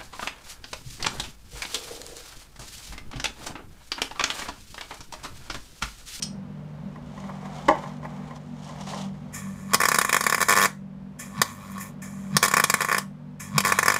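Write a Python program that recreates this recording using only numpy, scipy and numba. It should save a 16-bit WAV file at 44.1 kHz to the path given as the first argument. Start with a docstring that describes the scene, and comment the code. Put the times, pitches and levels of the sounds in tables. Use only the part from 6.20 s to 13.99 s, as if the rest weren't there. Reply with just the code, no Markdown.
"""A wire-feed welder makes short welds on a steel panel in a garage doorway.
Gas puffs and hisses from the nozzle, the arc fizzes, and it pops as each drop of melted wire makes
and breaks a short circuit. One weld only hisses and sizzles. The panel rings and the walls echo.
The machine hums over soft background noise and groans under sudden load. Before the welding,
metal parts tick, the worker's clothes rustle and a visor drops with a knock."""
import sys
import numpy as np
from scipy import signal
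from scipy.fft import rfft, irfft
from scipy.io import wavfile
from scipy.ndimage import uniform_filter1d
from numba import njit

SR = 44100
rng = np.random.default_rng(int(sys.argv[2]) if len(sys.argv) > 2 else 0)


def unload_audio(sound):
    """Save the sound as a 16-bit wav file, at the path given as the first command line argument."""
    columns = np.transpose(np.atleast_2d(sound))
    # keep every value between -1 and 1, then stretch to whole-number steps
    steps = np.round(np.clip(columns, -1, 1) * 32767)
    wavfile.write(sys.argv[1], SR, steps.astype(np.int16))


N = 343539
T = np.arange(N) / SR
RIPPLE_HZ = 100  # the welding current pulses with the mains power

# tone of the background noise (frequency [Hz], relative level [dB])
AIR_TONE = [(15, -52.5), (25, -20.5), (69, -20.5), (113, -27.5), (129, -11.5), (152, -16.5), (246, -9.5),
            (267, -24), (331, -28.5), (614, -23), (666, -30.5), (848, -28.5), (1340, -35.5), (3000, -45.5),
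            (15500, -68)]
# the machine's hum tones (frequency [Hz], waver rate [Hz], wavering share [0-1])
HUM_TONES = [(64.6, 10, .9), (100, 4, .2), (150.3, 3, .08), (194, 12, .35), (241, 4, .15)]
# strength of each hum tone (level [dB], change while the trigger is held [dB])
HUM_LEVELS = [(-54.5, -1), (-57, 9.5), (-42, -2.5), (-41, -1.5), (-48.5, -4.5)]
# the fourth hum tone swells and sinks (time [s], level change [dB])
HUM_THROB = [(0, -5.5), (0.22, 3), (0.56, -15), (0.67, 6.5), (0.78, -18), (0.98, 5), (1.1, -0.5), (2.4, -3),
             (2.75, 4), (3.41, 3), (3.9, -5), (4.56, 9), (4.97, -3.5), (5.1, 3), (5.29, -13), (5.55, 11),
             (5.71, -6), (5.81, 8), (6.2, 7), (6.6, -5), (6.88, 3), (7.24, -5.5), (7.35, 9), (7.55, 5),
             (7.79, -9)]
# small metal parts tick (time [s], level [dB])
METAL_TICKS = [(0.014, -46.5), (0.0237, -21.5), (0.0268, -18.5), (.034, -27.5), (2.444, -42.5),
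               (2.49, -43.5), (2.608, -41.5), (2.636, -43), (2.692, -41), (2.745, -36.5)]
# notes those parts ring at (frequency [Hz], relative level [dB], ring time [relative])
METAL_NOTES = [(3140, 11.5, 0.023), (4690, -9, 0.029), (4770, 0.5, 0.19), (5460, -4, 0.12),
               (5770, 3, 0.095), (6680, 2.5, 0.1), (8180, 4, 0.12), (8543, -20, 0.21), (8769, -4, 0.12),
               (11200, -27, 0.11)]
# tone of their rattle (frequency [Hz], relative level [dB])
METAL_RATTLE = [(1200, -47), (2800, -5), (3800, -4), (5300, 9), (6500, 3), (8200, -8), (10000, -10),
                (15000, -23)]
# tone of the garage's echo (frequency [Hz], relative level [dB])
GARAGE_TONE = [(300, 1), (2000, -2.5), (6000, -6.5), (14000, -9.5)]
# clothes and gloves move (time [s], dull rub [dB], bright rustle [dB])
CLOTH_MOVES = [(0.3, -62, -77), (0.8, -61, -69), (1.0, -47.5, -56.5), (1.2, -46, -58.5), (1.39, -41.5, -52),
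               (1.465, -46, -55), (1.65, -39.5, -51.5), (1.81, -54, -66), (1.9, -45.5, -59.5),
               (2.12, -47, -61), (2.2, -59, -65.5), (2.42, -52, -60.5), (2.45, -48.5, -52),
               (2.58, -44.5, -54.5), (2.66, -49.5, -53), (2.7, -39.5, -43), (2.82, -42, -46),
               (2.93, -58.5, -68), (3.1, -55, -65)]
# short scuffs of glove and sleeve, and the dull tail of the visor's knock
# (time [s], dull level [dB], bright level [dB])
SCUFFS_AND_VISOR_TAIL = [(0.762, -48, -79), (1.096, -36, -77), (1.258, -41, -59), (1.56, -35, -64),
                         (1.854, -31, -57), (2.164, -53.5, -47), (2.614, -45.5, -45), (2.674, -42.5, -43.5),
                         (2.688, -47, -47.5)]
# tone of the dull rub (frequency [Hz], relative level [dB])
RUB_TONE = [(250, -32.5), (450, -3), (800, 4), (1200, -3), (1500, -11), (2300, -10.5), (3200, -39.5)]
# tone of the bright rustle (frequency [Hz], relative level [dB])
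RUSTLE_TONE = [(1500, -26.5), (3000, 8.5), (4700, 2), (6800, 2), (10000, -10), (15500, -28.5)]
# the visor's knock, rattles and small bumps (time [s], level [dB])
VISOR_KNOCKS = [(0.758, -34.5), (0.976, -32), (1.038, -34), (1.094, -30), (1.254, -36), (1.4826, -8.5),
                (1.486, -1.5), (1.496, -21), (1.509, -19.5), (1.54, -31.5), (1.55, -27), (1.635, -26.5),
                (1.659, -33), (1.829, -31.5), (1.85, -33.5), (2.108, -31.5), (2.16, -39), (2.493, -33),
                (2.606, -37.5), (2.669, -32), (2.734, -26)]
# notes the visor rings at (frequency [Hz], relative level [dB], ring time [relative])
VISOR_NOTES = [(337, -13.5, 0.25), (437, -13.5, 0.065), (628.4, -2, 0.295), (818, -4.5, 0.31),
               (903, -0.5, 0.14), (1034, 1.5, 0.22), (1140, -3.5, .2), (1690, -10, 0.089), (1950, -4, 0.11),
               (2150, -7.5, .08), (3020, -17.5, 0.2)]
# tone of its rattle (frequency [Hz], relative level [dB])
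VISOR_RATTLE = [(150, -23.5), (350, 1.5), (800, 8), (1200, -7.5), (2000, -9.5), (3000, -17.5),
                (7000, -21.5), (12000, -41.5)]
# trigger pulls (gas on [s], gas off [s], valve opening time [s], puff hiss [dB], puff fizz [dB])
TRIGGER_PULLS = [(3.118, 4.49, 0.032, -34.5, -49), (4.983, 5.688, 0.016, -32, -44.5),
                 (5.814, 6.787, 0.009, -37, -57.5), (7.192, 7.9, 0.011, -32, -43)]
# tones of the torch's bright hiss and duller fizz (frequency [Hz], relative level [dB])
HISS_TONE = [(1300, -24), (1800, -10), (2300, -11), (3000, -11), (4500, -18), (5800, -2.5), (6800, 2),
             (8500, -1.5), (10000, 1), (15000, -4)]
FIZZ_TONE = [(300, -19.5), (800, -4.5), (1150, -3.5), (1600, -13), (2500, -11.5), (4000, -5),
             (8000, -21.5)]
# how the way from torch to microphone shapes the tone (frequency [Hz], relative level [dB])
PATH_TONE = [(30, -40.5), (150, -11), (310, -7.5), (400, -13.5), (520, -8), (750, -11), (1080, -0.5),
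             (1240, -6.5), (1400, 1), (1610, -3.5), (1720, 2.5), (2400, -2.5), (2600, -13), (2950, -10),
             (3300, -8), (4300, -11.5), (5500, -10), (7000, -10.5), (10000, -14), (13000, -23),
             (15500, -22.5)]
# direct sound, then bounces off panel, floor and frame (delay [s], strength [signed factor])
PATH_ARRIVALS = [(0, 1), (.00007, .7), (.00016, .5), (.00048, -.45), (.00068, -.6), (.00107, -.6),
                 (.00127, .4), (.00147, -.45), (.00186, .65), (.0024, -.45), (.00274, .55), (.00292, .4),
                 (.00322, -.7), (.00376, .35), (.00524, .35)]
# notes the steel panel rings at (frequency [Hz], width [Hz], relative level [dB])
PANEL_NOTES = [(1100.5, 8.5, 11), (1360, 67, -21.5), (1760, 160, 2.5), (2440, 59, 11), (3470, 85, -5.5),
               (5640, 97, -9), (5440, 43, -20), (6740, 83, -12.5), (6100, 26, -11), (6600, 310, -16),
               (7250, 150, -25), (8320, 150, 0.5), (8860, 43, -18.5), (9840, 110, -19.5)]
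# the wire meets the steel (time [s], fizz [dB], hiss [dB])
WIRE_TOUCHES = [(3.52, -38.5, -56), (5.183, -30.5, -53), (6.15, -34, -60.5), (7.366, -33.5, -56)]
# single short circuits clearing (time [s], relative level [dB], extra treble crack [dB])
SINGLE_POPS = [(3.5347, -10.5, -1.5), (3.5438, -4.5, 0.3), (3.603, -12, -4.5), (3.615, -10, -2.5),
               (3.6349, -9, -5), (3.6546, -8, -3.5), (3.6862, -7.5, -1), (3.7168, -7.5, -5),
               (3.7446, -9.5, -1.5), (3.758, -12, -2), (3.7862, -4.5, -0.5), (3.8142, -8.5, -2),
               (3.848, -10.5, -2.5), (3.8938, -11.5, -1.5), (3.928, -8, 0), (3.9446, -4.5, -4),
               (3.966, -6, -3), (4.0086, -10.5, -2), (4.0389, -14.5, 0), (4.0659, -5, -2.5),
               (4.0978, -10, -1.5), (4.125, -6, -4), (4.1456, -7.5, -3.5), (4.18, -13, -5.5),
               (5.2166, -2, 0), (5.58, -29, -1.5), (6.1668, -4, 1.8), (6.2814, -13, 1.5),
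               (6.313, -14, -1.5), (6.3383, -5, -1.5), (6.3683, -4, -3.5), (6.3797, -7.5, -5.6),
               (6.3988, -3.5, -2.5), (6.4395, -3, 0), (6.499, -5.5, 2.5), (6.54, -3.5, -2),
               (6.6471, -11.5, -4.5), (6.7464, -8, -7), (6.7668, -14, -7), (6.782, -9, 0.5),
               (7.3805, -4, 2), (7.4045, -14, 2), (7.5215, -3.5, -5.5), (7.5884, -3, -3.5),
               (7.6296, -7.5, -4), (7.6589, -8.5, -4.5)]
# buzzing runs of pops (start [s], end [s], spacing [current pulses],
# first relative level [dB], last relative level [dB], extra treble crack [dB])
POP_RUNS = [(4.2053, 4.23, 1, -11.5, -7, -2), (4.2855, 4.34, 1, -7.5, -4.5, -3.5),
            (4.3542, 4.39, 1, -8.5, -6, -3), (4.396, 4.46, 1, -7.5, -6.5, -3),
            (6.2284, 6.263, 1, -2.5, -11, -1), (6.6066, 6.632, 1, -9, -16.5, -2.5),
            (6.6865, 6.702, 1, -13, -8, -8.5), (6.7154, 6.732, 1, -11.5, -8, -4),
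            (7.4498, 7.504, 1, -10, -14.5, -2), (7.6813, 7.77, 2, -3, -10.5, -2.5)]
# the arc burns between pops (start [s], end [s], hiss [dB], fizz [dB])
ARC_BURNS = [(3.597, 4.47, -35.5, -40.5), (6.218, 6.8, -38.5, -36), (7.435, 7.8, -36, -30.5)]
# the transformer groans (start [s], level [dB], length [s])
LOAD_GROANS = [(5.165, -24, 0.063), (6.119, -22, 0.074), (7.333, -16.5, 0.064)]
# one weld burns smoothly (time [s], hiss [dB], fizz [dB], sizzle [dB])
SMOOTH_WELD = [(5.25, -51, -43, -55), (5.3, -46.5, -47, -54), (5.41, -62, -50, -59),
               (5.49, -65, -49, -58.5), (5.52, -54.5, -50, -51), (5.566, -62, -43.5, -60),
               (5.59, -50, -45.5, -56.5), (5.612, -33.5, -45, -37), (5.66, -51.5, -47.5, -51),
               (5.69, -53.5, -55.5, -57), (5.73, -70, -60.5, -73)]
# tone of its tiny sparks (frequency [Hz], relative level [dB])
SPARK_TONE = [(4000, -30), (8000, -11), (11000, -4), (14000, -3), (16000, -8)]


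def undb(db):
    """Turn decibels into a number to multiply by."""
    return 10 ** (np.asarray(db) / 20)


def unit(x):
    """Scale a signal to an average power of 1."""
    return x / np.sqrt(np.mean(x ** 2))


def colour(tone, size=2048):
    """A short click with the given tone, for use as a filter."""
    hz, db = np.transpose(tone)
    log_hz = np.log(np.fft.rfftfreq(2 * size, 1 / SR) + 1)
    cepstrum = irfft(np.log(undb(np.interp(log_hz, np.log(hz), db))))
    cepstrum[1:size] *= 2  # folding moves the energy to the start of the click
    cepstrum[size + 1:] = 0
    return irfft(np.exp(rfft(cepstrum)))[:size]


def through(x, response):
    """Let every sample of x set off the response; keep the length of x."""
    return signal.fftconvolve(x, response)[:len(x)]


def noise(tone):
    """Steady noise with the given tone."""
    return unit(through(rng.standard_normal(N), colour(tone)))


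def walk(rate_hz):
    """A smooth random wobble, about 1 in size."""
    step = int(SR / rate_hz)
    levels = np.repeat(rng.standard_normal(N // step + 1), step)
    return unit(uniform_filter1d(uniform_filter1d(levels, step), step)[:N])


def curve(table, column, hold_s):
    """Loudness that follows a table column, holds briefly at the end and is silent outside."""
    rows = np.array(table)
    fade = np.clip(np.minimum(T - rows[0, 0], rows[-1, 0] + hold_s - T) / 0.01, 0, 1)
    return fade * undb(np.interp(T, rows[:, 0], rows[:, column]))


def bump(time, rise_s, fall_s):
    """Swell to 1 at the given time, then die away."""
    return np.exp(-np.where(T < time, (time - T) / rise_s, (T - time) / fall_s))


def blows(times, db):
    """Sharp pushes, each one sample long."""
    out = np.zeros(N)
    np.add.at(out, np.minimum(np.asarray(times) * SR, N - 1).astype(int), undb(db))
    return out


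def tail(fade_s):
    """Half a second of noise that falls by 60 dB every fade_s."""
    t = T[:SR // 2]
    return rng.standard_normal(len(t)) * undb(-60 * t / fade_s)


def air():
    """Soft, low background noise whose level drifts."""
    return undb(-43.5 + walk(3.8)) * noise(AIR_TONE)


def machine_hum():
    """Fan and transformer tones waver, and change level while the trigger is held."""
    held = sum(1. * (T > on) * (T < off) for on, off, *_ in TRIGGER_PULLS)
    load = uniform_filter1d(held, size=4410)
    gains = [undb(db + change_db * load) for db, change_db in HUM_LEVELS]
    gains[3] *= undb(np.interp(T, *np.transpose(HUM_THROB)))
    out = 0
    for gain, (hz, rate_hz, share) in zip(gains, HUM_TONES):
        waver = np.sqrt(1 - share) + np.sqrt(share / 2) * (walk(rate_hz) + 1j * walk(rate_hz))
        out += gain * np.sqrt(2) * np.real(waver * np.exp(2j * np.pi * hz * T))
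    return out


def garage_echo():
    """Many small bounces off the walls blur into a short, dull echo."""
    fade_in = np.clip(T[:SR // 2] / 0.0033, 0, 1)
    return undb(-29.5) * fade_in * through(tail(fade_s=0.24), colour(GARAGE_TONE))


def ring(notes, rattle_tone, ring_scale_s, rattle_db, rattle_s):
    """One hit on an object: fading notes, a loose rattle and the garage's echo."""
    t = T[:SR // 2]
    ringing = sum((-1) ** k * undb(db - 60 * t / (ring_scale_s * length)) * np.sin(2 * np.pi * hz * t)
                  for k, (hz, db, length) in enumerate(notes))
    rattle = through(tail(rattle_s), colour(rattle_tone))
    hit = ringing / np.abs(ringing).max() + undb(rattle_db) * rattle / np.abs(rattle).max()
    return hit + through(hit, garage_echo())


def metal_ticks():
    """Light taps make small metal parts ring high and briefly."""
    tick = ring(METAL_NOTES, METAL_RATTLE, ring_scale_s=0.27, rattle_db=0.5, rattle_s=0.054)
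    return through(blows(*np.transpose(METAL_TICKS)), tick)


def clothes():
    """Moving cloth rubs, rustles and scratches; one dull burst is the tail of the visor's knock."""
    rub, rustle = (curve(CLOTH_MOVES, column, hold_s=0.091) for column in (1, 2))
    for time, dull_db, bright_db in SCUFFS_AND_VISOR_TAIL:
        burst = bump(time, rise_s=0.0055, fall_s=0.0058)
        rub += undb(dull_db) * burst
        rustle += undb(bright_db) * burst
    folds = blows(rng.uniform(0, T[-1], size=600), 3.2 * rng.exponential(size=600) - 6)
    scratches = unit(1 + through(folds, np.exp(-T[:800] / 0.0045)))
    grain = undb(0.65 * walk(40.5))
    return grain * (rub * noise(RUB_TONE) + rustle * scratches * noise(RUSTLE_TONE))


def visor():
    """The visor bumps, drops and rattles; each hit rings its shell."""
    knock = ring(VISOR_NOTES, VISOR_RATTLE, ring_scale_s=0.32, rattle_db=-1.5, rattle_s=0.034)
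    return through(blows(*np.transpose(VISOR_KNOCKS)), knock)


def gas_flow():
    """Loudness of (hiss, fizz) as the valve lets out a puff of gas, then a gentle flow."""
    puff_fall_db_per_s, flow_fall_db_per_s, closing_s = 231, 12, 0.06
    gains = np.zeros((2, N))
    for on, off, opening_s, hiss_db, fizz_db in TRIGGER_PULLS:
        t = T - on
        valve = np.clip(np.minimum(t / opening_s, (off - T) / closing_s + 1), 0, 1) ** 2
        puff = undb(-puff_fall_db_per_s * np.clip(t - opening_s, 0, 2))
        flow = undb(-52 - flow_fall_db_per_s * np.clip(t, 0, 0.4))
        gains += valve * (np.outer(undb([hiss_db, fizz_db]), puff) + flow)
    return gains


def torch_path():
    """How a click at the torch arrives: directly, in bounces, and as the panel's ring."""
    t = T[:SR // 2]
    scatter = through(tail(fade_s=0.048) * np.clip(t / 0.004, 0, 1), colour(GARAGE_TONE))
    arrivals = undb(-11.5) * scatter + garage_echo()
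    for delay, strength in PATH_ARRIVALS:
        arrivals[round(delay * SR)] += strength
    for hz, width, db in PANEL_NOTES:
        fade = np.exp(-np.pi * width * t)  # wider notes die sooner
        arrivals += undb(db + 4) * 2 * np.pi * width / SR * fade * np.cos(2 * np.pi * hz * t)
    path = through(arrivals, colour(PATH_TONE))
    return path / np.abs(path).max()


def wire_touch():
    """Loudness of (hiss, fizz) as the wire meets the steel, just before the arc lights."""
    return sum(np.outer(undb([hiss_db, fizz_db]), bump(time, rise_s=0.016, fall_s=0.031))
               for time, fizz_db, hiss_db in WIRE_TOUCHES)


def short_circuits():
    """Time, level and crack of every pop; runs keep step with the pulsing current."""
    rows = [np.array(SINGLE_POPS)]
    for start, end, spacing, first_db, last_db, crack_db in POP_RUNS:
        times = np.arange(start, end, spacing / RIPPLE_HZ)
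        time_luck, level_luck, crack_luck = rng.standard_normal((len(times), 3)).T
        swing_db = 0.5 * (-1) ** np.arange(len(times))  # strong and weak take turns
        db = np.linspace(first_db, last_db, len(times)) + swing_db + 1.46 * level_luck
        times += 0.0007 * time_luck * (times > start)
        rows.append(np.transpose([times, db, crack_db - swing_db + 1.5 * crack_luck]))
    return np.concatenate(rows).T


def droplet_pops():
    """Each drop's short circuit clears with a thump, a crack and a moment of spitting."""
    times, db, crack_db = short_circuits()
    low, high = (signal.butter(2, 3000, kind, fs=SR, output="sos") for kind in ("low", "high"))
    spit = through(blows(times, db + crack_db - 9), np.exp(-T[:600] / 0.002)) * rng.standard_normal(N)
    thump = signal.sosfilt(low, blows(times, db + 8))
    crack = signal.sosfilt(high, blows(times, db + crack_db + 10.5) + spit)
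    return -(thump + crack)  # negative: the gas collapses inwards first


def arc_burn():
    """Loudness of (hiss, fizz) while the arc burns, smoothly or between pops."""
    gains = np.array([curve(SMOOTH_WELD, column, hold_s=0.018) for column in (1, 2)])
    for start, end, hiss_db, fizz_db in ARC_BURNS:
        burning = np.clip(np.minimum((T - start) / 0.005, (end - T) / 0.07 + 1), 0, 1) ** 2
        gains += np.outer(undb([hiss_db, fizz_db]), burning)
    return gains


def torch():
    """Pops, hiss and fizz leave the same spot, so they share the same echoes."""
    pops, path = droplet_pops(), torch_path()
    hiss = unit(through(noise(HISS_TONE), path))
    fizz = unit(through(noise(FIZZ_TONE), path))
    hiss_gain, fizz_gain = gas_flow() + wire_touch() + arc_burn()
    hiss_flicker, fizz_flicker = undb(walk(33)), undb(2 * walk(25))
    ripple = 1 + 0.67 * np.cos(2 * np.pi * RIPPLE_HZ * T)
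    return (through(pops, path) + hiss_gain * hiss_flicker * hiss
            + fizz_gain * fizz_flicker * ripple * fizz)


def transformer_groans():
    """Two low tones swell as the touching wire suddenly loads the transformer."""
    out = 0
    for start, db, length in LOAD_GROANS:
        t = T - start
        swell = np.sin(np.pi * np.clip(t / length, 0, 1)) ** 2
        tones = np.sin(2 * np.pi * 150 * t) + 0.81 * np.sin(2 * np.pi * 201 * t + 1.2)
        out += undb(db) * swell * tones
    return out


def spark_sizzle(sparks_per_s=1500):
    """Tiny sparks sizzle high up during the smooth weld, pulsing with the current."""
    when, size = rng.uniform(size=(int(sparks_per_s * T[-1]), 2)).T
    bursts = through(blows(when * T[-1], -2 * np.log(size)), np.exp(-T[:400] / 0.001))
    sparks = unit(through(bursts * rng.standard_normal(N), colour(SPARK_TONE)))
    ripple = 1 + 0.5 * np.cos(2 * np.pi * RIPPLE_HZ * T)
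    return curve(SMOOTH_WELD, 3, hold_s=0.02) * ripple * sparks


def scene():
    """Add all the sounds into one channel."""
    welding = air() + torch() + spark_sizzle() + machine_hum() + transformer_groans()
    return (welding + metal_ticks() + clothes() + visor())[None]


@njit
def follow(x, rise_s, fall_s):
    """Track a level, with separate speeds for going up and down."""
    out, level = np.empty(len(x)), 0.
    for i in range(len(x)):
        level += (x[i] - level) / (SR * (rise_s if x[i] > level else fall_s))
        out[i] = level
    return out


def record(dry):
    """The volume dips by itself after loud moments; peaks are rounded and the top treble is cut."""
    limit_db, ratio, top_hz = -29.5, 1.81, 15400
    level = follow(uniform_filter1d(np.abs(dry[0]), size=441), rise_s=0.14, fall_s=1.)
    gain = np.minimum(undb(limit_db) / (level + 1e-9), 1) ** (1 - 1 / ratio)
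    treble_cut = signal.ellip(8, 0.2, 60, top_hz, fs=SR, output="sos")
    return signal.sosfilt(treble_cut, np.tanh(dry * gain))


dry = scene()
out = record(dry)
unload_audio(out)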